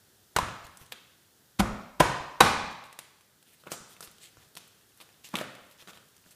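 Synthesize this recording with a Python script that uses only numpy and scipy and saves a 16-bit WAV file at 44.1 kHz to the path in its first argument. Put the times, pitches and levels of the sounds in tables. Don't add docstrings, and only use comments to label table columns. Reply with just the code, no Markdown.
import sys
import numpy as np
from scipy import signal
from scipy.fft import rfft, irfft
from scipy.io import wavfile

SR = 44100
rng = np.random.default_rng(int(sys.argv[2]) if len(sys.argv) > 2 else 0)


def convert_level_to_amplitude(level_db):
    exponent = np.asarray(level_db, float) / 20
    return 10 ** exponent


def unload_wav(signal):
    wavfile.write(
        sys.argv[1],
        SR,
        np.round(np.clip(np.atleast_2d(signal).T, -1, 1) * 32767).astype(np.int16),
    )


N = 280035


def level(x, db):
    return x * convert_level_to_amplitude(db) / np.sqrt(np.mean(x ** 2))


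def peak(x, db):
    return x * convert_level_to_amplitude(db) / np.abs(x).max()


def on_log(hz, table):
    at, value = np.transpose(table)
    return np.interp(np.log(np.maximum(hz, 1)), np.log(at), value)


def colour(x, table):
    hz = np.fft.rfftfreq(len(x), 1 / SR)
    return irfft(rfft(x) * convert_level_to_amplitude(on_log(hz, table)), len(x))


def ring(x, hz, width_hz):
    pole = np.exp((2j * np.pi * hz - np.pi * width_hz) / SR)
    return signal.lfilter([1], [1, -pole], x).imag


def add(out, start_s, x):
    i = int(start_s * SR)
    out[i:i + len(x)] += x[:N - i]


def crackle(size, scatter_db):
    strength = np.minimum(rng.exponential(size=size), 4.5)
    return rng.standard_normal(size) * convert_level_to_amplitude(scatter_db * strength)


def blows(spread):
    # start_s, board_db, tear_db, sink_s, thud_db
    blow_table = [
        (0.3639, -12, -7.5, 0.00037, -34.5),
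        (0.387, -12.5, -12, 0.00045, -33),
        (1.604, -10, -12, 0.004, -11.5),
        (2.0062, -3.5, -0.5, 0.0024, -19),
        (2.408, 3.5, 4, 0.0012, -41.5),
        (5.341, -23, -28, 0.0011, -26.5),
        (5.4122, -21.5, -39.5, 0.002, -41),
    ]
    # frequency_hz, width_hz, level_db
    board_modes = [
        [(1000, 140, -2.5), (1216, 99, 3.5), (2282, 430, -16), (3330, 210, -5.5), (8300, 2000, -5)],
        [(1030, 160, 17), (1332, 200, -4.5), (8000, 1500, -11)],
        [(580, 100, -5.5), (797, 150, -5.5), (1230, 210, -1.5), (1526, 220, -9)],
        [(378, 36, -19.5), (577, 110, -13), (1020, 62, -3), (1700, 54, -13), (2070, 120, -19.5),
         (3100, 140, -23.5)],
        [(503, 81, -17.5), (783, 71, -3.5), (1090, 130, -0.5), (1288, 99, -7.5), (1520, 62, -0.5),
         (2480, 320, -3), (3900, 190, 0)],
        [(580, 38, -13), (1175, 130, -7), (1980, 390, -16)],
        [(596, 85, 0.5), (1290, 110, -5), (1860, 340, 5)],
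    ]
    # frequency_hz, density_db
    tear_colour = [(880, -1.5), (1500, -2.5), (3380, -7.5), (4780, -12), (12100, -17), (13400, -27.5),
                   (15200, -20.5), (16000, -15)]
    thud_base_hz, thud_knee_db, thud_sag_hz_per_db = 214.5, -11.5, 7
    out, lead_s = np.zeros(N), 0.02
    t = np.arange(SR // 8) / SR - lead_s
    for (start_s, board_db, tear_db, sink_s, thud_db), modes in zip(blow_table, board_modes):
        cut = t + 0.48 * sink_s
        entry = np.clip(1 + cut / (4.0 * sink_s), 0, 1)
        swell = np.where(cut < 0, entry ** 2, np.exp(-cut / 0.0043))
        tear = colour(crackle(len(t), scatter_db=2.5), tear_colour) * swell

        chatter = rng.standard_normal(len(t)) * np.exp(-np.abs(t - 0.0015) / 0.00042) * (t > -sink_s)
        push = np.exp(-(t / 0.00028) ** 2) + 0.77 * chatter
        knock = np.zeros(len(t))
        for k, (hz, width_hz, db) in enumerate(modes):
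            mode = ring(push, hz, spread * max(width_hz, 30))
            knock += (-1) ** k * convert_level_to_amplitude(db) * width_hz / hz * mode

        press = np.exp(-((t + 1.8 * sink_s) / 0.00068) ** 2)
        shove = press - 0.81 * np.exp(-(t / 0.00047) ** 2)
        thud_hz = thud_base_hz - thud_sag_hz_per_db * max(board_db - thud_knee_db, 0)
        cupboard = ring(shove, 115, 40) + 2.0 * ring(shove, 51, 10)
        thud = ring(shove, thud_hz, 40 * spread ** 2) + convert_level_to_amplitude(0.76 * board_db) * cupboard

        struck = peak(np.gradient(thud), thud_db) - peak(np.gradient(knock), board_db)
        add(out, start_s - lead_s, peak(tear, tear_db) + struck)
    return out


def ticks():
    # start_s, snap_db, knock_db, snap_hz
    bone_table = [(0.4844, -37, -28.5, 2530), (0.9218, -20.5, -49, 3560), (2.7267, -36, -50, 3150),
                  (2.838, -35.5, -53, 3860), (3.6371, -46, -44.5, 3760), (3.6711, -35.5, -32, 2800),
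                  (3.718, -15.5, -26.5, 8150), (3.9656, -42, -49, 3230), (4.0065, -28, -35.5, 8950),
                  (4.027, -29.5, -44, 5110), (4.074, -35, -48.5, 4300), (4.3703, -45, -44.5, 6780),
                  (4.5665, -30, -52.5, 5500), (5.0025, -36.5, -49, 3900), (5.012, -35.5, -51.5, 3900),
                  (5.0896, -44.5, -58, 2730), (5.3544, -14, -36, 3300), (5.3867, -21, -35, 3270),
                  (5.4399, -34, -35, 2650), (5.8229, -40.5, -47, 3070), (5.874, -35, -40.5, 3810),
                  (5.884, -42, -37.5, 2750), (5.933, -39, -46.5, 3440), (5.973, -37, -50, 3360),
                  (6.262, -61, -47.5, 3000)]
    # start_s, snap_db, snap_hz
    peel_table = [(0.6668, -36, 4967), (0.7716, -34.5, 9300), (0.864, -47, 4100), (2.9273, -35.5, 3320),
                  (2.9895, -24, 3530), (3.209, -46, 2570), (3.4269, -46, 3430), (4.1829, -44.5, 3670),
                  (4.5525, -33.5, 5680), (4.571, -25.5, 3600), (4.6757, -48, 12500), (4.9741, -48.5, 11100),
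                  (5.2447, -36, 3830), (5.2883, -32.5, 7000), (5.368, -23, 3700), (5.5518, -38, 3100),
                  (5.712, -41, 5920), (6.086, -49, 9430), (6.1654, -44, 8900), (6.3081, -42, 8700),
                  (4.113, -46, 12000), (6.257, -49.5, 9050), (6.322, -47, 8400)]
    # start_s, snap_db, edge_db, knock_db, snap_hz, decay_s
    bones = [(s, db, -17.5, knock_db, hz, 0.0042) for s, db, knock_db, hz in bone_table]
    peels = [(s, db, -9.5, db - 23, hz, 0.0034) for s, db, hz in peel_table]
    out, t = np.zeros(N), np.arange(SR // 16) / SR
    for start_s, snap_db, edge_db, knock_db, snap_hz, decay_s in bones + peels:
        envelope = np.exp(-t / decay_s) * (1 - np.exp(-t / 0.000255))
        burst = crackle(len(t), scatter_db=-0.5) * envelope
        burst = burst + 2.5 * np.exp(-((t - 0.0004) / 0.00005) ** 2)
        snap = ring(ring(burst, snap_hz, 0.51 * snap_hz), snap_hz, 0.82 * snap_hz)
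        edge = np.gradient(ring(ring(burst, 10400, 8000), 8300, 7900))
        knock = ring(burst, 1377, 410) + 0.59 * ring(burst, 580, 284) + 0.246 * ring(burst, 195, 93)
        bright = peak(snap, snap_db - 2.0) + peak(edge, snap_db + edge_db + 4)
        add(out, start_s, bright + peak(knock, knock_db + 1.0))
    return out


def rubbing():
    # start_s, length_s, hiss_db
    glove_table = [(0.635, 0.033, -53.5), (0.855, 0.018, -57), (2.706, .02, -58), (2.844, 0.038, -60),
                   (3.439, 0.12, -62.5), (3.518, 0.047, -59), (3.579, 0.071, -65), (3.695, 0.076, -43),
                   (3.873, 0.098, -55), (4.005, 0.082, -49), (4.965, 0.053, -64.5), (5.705, 0.037, -59.5),
                   (6.251, 0.066, -62.5), (6.301, 0.044, -58)]
    # start_s, length_s, hiss_db, drag_db
    meat_table = [(0.35, 0.019, -66, -51), (0.787, 0.071, -56.5, -59), (0.915, 0.022, -48, -55.5),
                  (3.65, 0.057, -61, -50), (3.722, 0.032, -49, -44), (4.19, 0.12, -51.5, -67.5),
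                  (4.359, 0.15, -63, -67), (4.572, 0.022, -50, -70), (4.996, 0.048, -51, -57.5),
                  (5.232, 0.062, -47, -66.5), (5.291, 0.11, -59, -77), (5.326, 0.054, -61, -41.5),
                  (5.353, 0.095, -45.5, -42), (5.777, 0.074, -52.5, -62), (5.866, 0.061, -51, -54.5),
                  (5.924, 0.077, -58.5, -66)]
    # frequency_hz, density_db
    rub_colour = [(880, -52), (1500, -27.5), (1710, -14.5), (3120, -11.5), (5440, -16), (14600, -16),
                  (15500, -35), (16000, -40)]
    # start_s, length_s, hiss_db, band_hz, drag_db
    gloves = [(s, length_s, db, 8900, db - 14.5) for s, length_s, db in glove_table]
    meat = [(s, length_s, db, 3600, drag_db) for s, length_s, db, drag_db in meat_table]
    patch_hz, patch_db = 2000 * 1.3 ** np.arange(9), 3
    out = np.zeros(N)
    for start_s, length_s, hiss_db, band_hz, drag_db in gloves + meat:
        n = int(length_s * SR)
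        grain = crackle(SR // 6, scatter_db=4.0)
        dull = crackle(SR // 6, scatter_db=4.0)
        band = np.gradient(ring(grain, band_hz, 0.23 * band_hz))
        hiss = level(colour(grain, rub_colour), 0) + level(band, -14)
        hiss = colour(hiss, [(hz, patch_db * rng.standard_normal()) for hz in patch_hz])
        drag = ring(dull, 910, 1650)
        slips = convert_level_to_amplitude(1.5 * np.repeat(rng.standard_normal(SR // 600), 120))
        stroke = signal.windows.tukey(n, 0.9) * np.geomspace(1.6, 0.4, n) * slips[:n]
        add(out, start_s, stroke * (level(hiss, hiss_db) + level(drag, drag_db))[:n])
    return out


def specks(count=90):
    from_s, loudest_db, scatter_db, decay_s = 3.7, -61.5, 3.5, 0.001
    out, t = np.zeros(N), np.arange(SR // 100) / SR
    for when, pitch, size in rng.random((count, 3)):
        hz = 2500 * 5.5 ** pitch
        burst = rng.standard_normal(len(t)) * np.exp(-t / decay_s)
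        pop = ring(ring(burst, hz, 0.35 * hz), hz, 0.35 * hz)
        start_s = from_s + when * (N / SR - from_s)
        add(out, start_s, peak(pop, loudest_db - scatter_db * np.log(1.01 - size)))
    return out


def rocking():
    # start_s, level_db, pitch_hz
    rock_table = [(0.422, -27, 91), (0.643, -46, 73), (0.808, -46, 116), (0.919, -69, 121),
                  (1.722, -34, 50), (2.199, -42, 61), (2.631, -41, 57.6), (2.708, -56, 91.4),
                  (2.569, -36, 99.8), (3.799, -56.5, 60), (4.072, -55, 70), (4.373, -51, 114),
                  (5.612, -61.5, 91), (5.821, -60, 120), (6.259, -57.5, 170)]
    out, t = np.zeros(N), np.arange(SR // 5) / SR
    contact = np.exp(-((t - 0.006) / 0.00084) ** 2)
    for start_s, db, hz in rock_table:
        add(out, start_s, peak(ring(contact, hz, 45), db))
    return out


def board(spread):
    small_cut = signal.butter(2, 140, "high", fs=SR, output="sos")
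    heavy_cut = signal.butter(4, 42, "high", fs=SR, output="sos")
    small = signal.sosfilt(small_cut, ticks() + rubbing() + specks())
    heavy = signal.sosfilt(heavy_cut, blows(spread))
    return heavy + small + rocking()


def near(x):
    # delay_s, level_db
    echoes = [(.0028, -20), (.0061, -11.5), (0.0117, -14.5)]
    dulled = signal.lfilter([0.4], [1, -0.6], x)
    return x + sum(convert_level_to_amplitude(db) * np.roll(dulled, int(delay_s * SR)) for delay_s, db in echoes)


def wall(x, wet_db=-17):
    # frequency_hz, t60_s
    kitchen_t60 = [(60, 0.24), (160, .75), (420, 0.66), (900, 0.91), (1600, 0.85), (3200, 0.87), (5500, .8),
                   (9000, 0.52), (15000, 0.12)]
    # frequency_hz, gain_db
    kitchen_gain = [(60, 2.5), (160, 3), (420, -0.5), (900, -1.5), (1600, 2), (3200, -3), (5500, -1),
                    (9000, -1), (15000, -2.5)]
    t = np.arange(3 * SR // 2) / SR
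    tail = np.zeros(len(t))
    for hz in 40 * 2 ** np.arange(0, 8.7, 0.25):
        noise = rng.standard_normal(len(t))
        band = level(ring(ring(noise, hz, 0.3 * hz), hz, 0.3 * hz), 0) * np.sqrt(hz)
        tail += band * convert_level_to_amplitude(on_log(hz, kitchen_gain) - 60 * t / on_log(hz, kitchen_t60))
    build_up = (1 - 0.3 * np.exp(-(t / 0.023) ** 2)) * (t > 0.004)
    tail = tail * build_up
    return signal.fftconvolve(x, tail * convert_level_to_amplitude(wet_db) / np.sqrt(np.sum(tail ** 2)))[:N]


def background(work):
    # frequency_hz, density_db
    floor_colour = [(15, -40.5), (25, -26.5), (97, -1), (301, -7.5), (416, -6.5), (489, -10), (1130, -15),
                    (1610, -10.5), (2350, -20), (3340, -13.5), (3820, -14.5), (14400, -17), (16000, -16)]
    floor = level(colour(rng.standard_normal(N), floor_colour), -62)
    keep = np.exp(-1 / (0.7 * SR))
    loudness = signal.lfilter([1 - keep], [1, -keep], np.abs(work))
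    return floor / (1 + 30 * loudness)


def scene():
    direct = near(board(spread=0.77))
    reverberant = sum(wall(board(spread=1.9)) for _ in range(6))
    work = direct + reverberant
    return (work + background(work))[None]


def band_limit(x):
    return signal.sosfilt(signal.butter(12, 16500, fs=SR, output="sos"), x)


def record(dry):
    soft = 0.95 * np.tanh(dry[0] / 0.95)
    top = colour(soft, [(20, -3), (40, 0), (15200, 0), (15500, -30), (16400, -34), (16600, -70)])
    return band_limit(top[None])


dry = scene()
out = record(dry)
unload_wav(out)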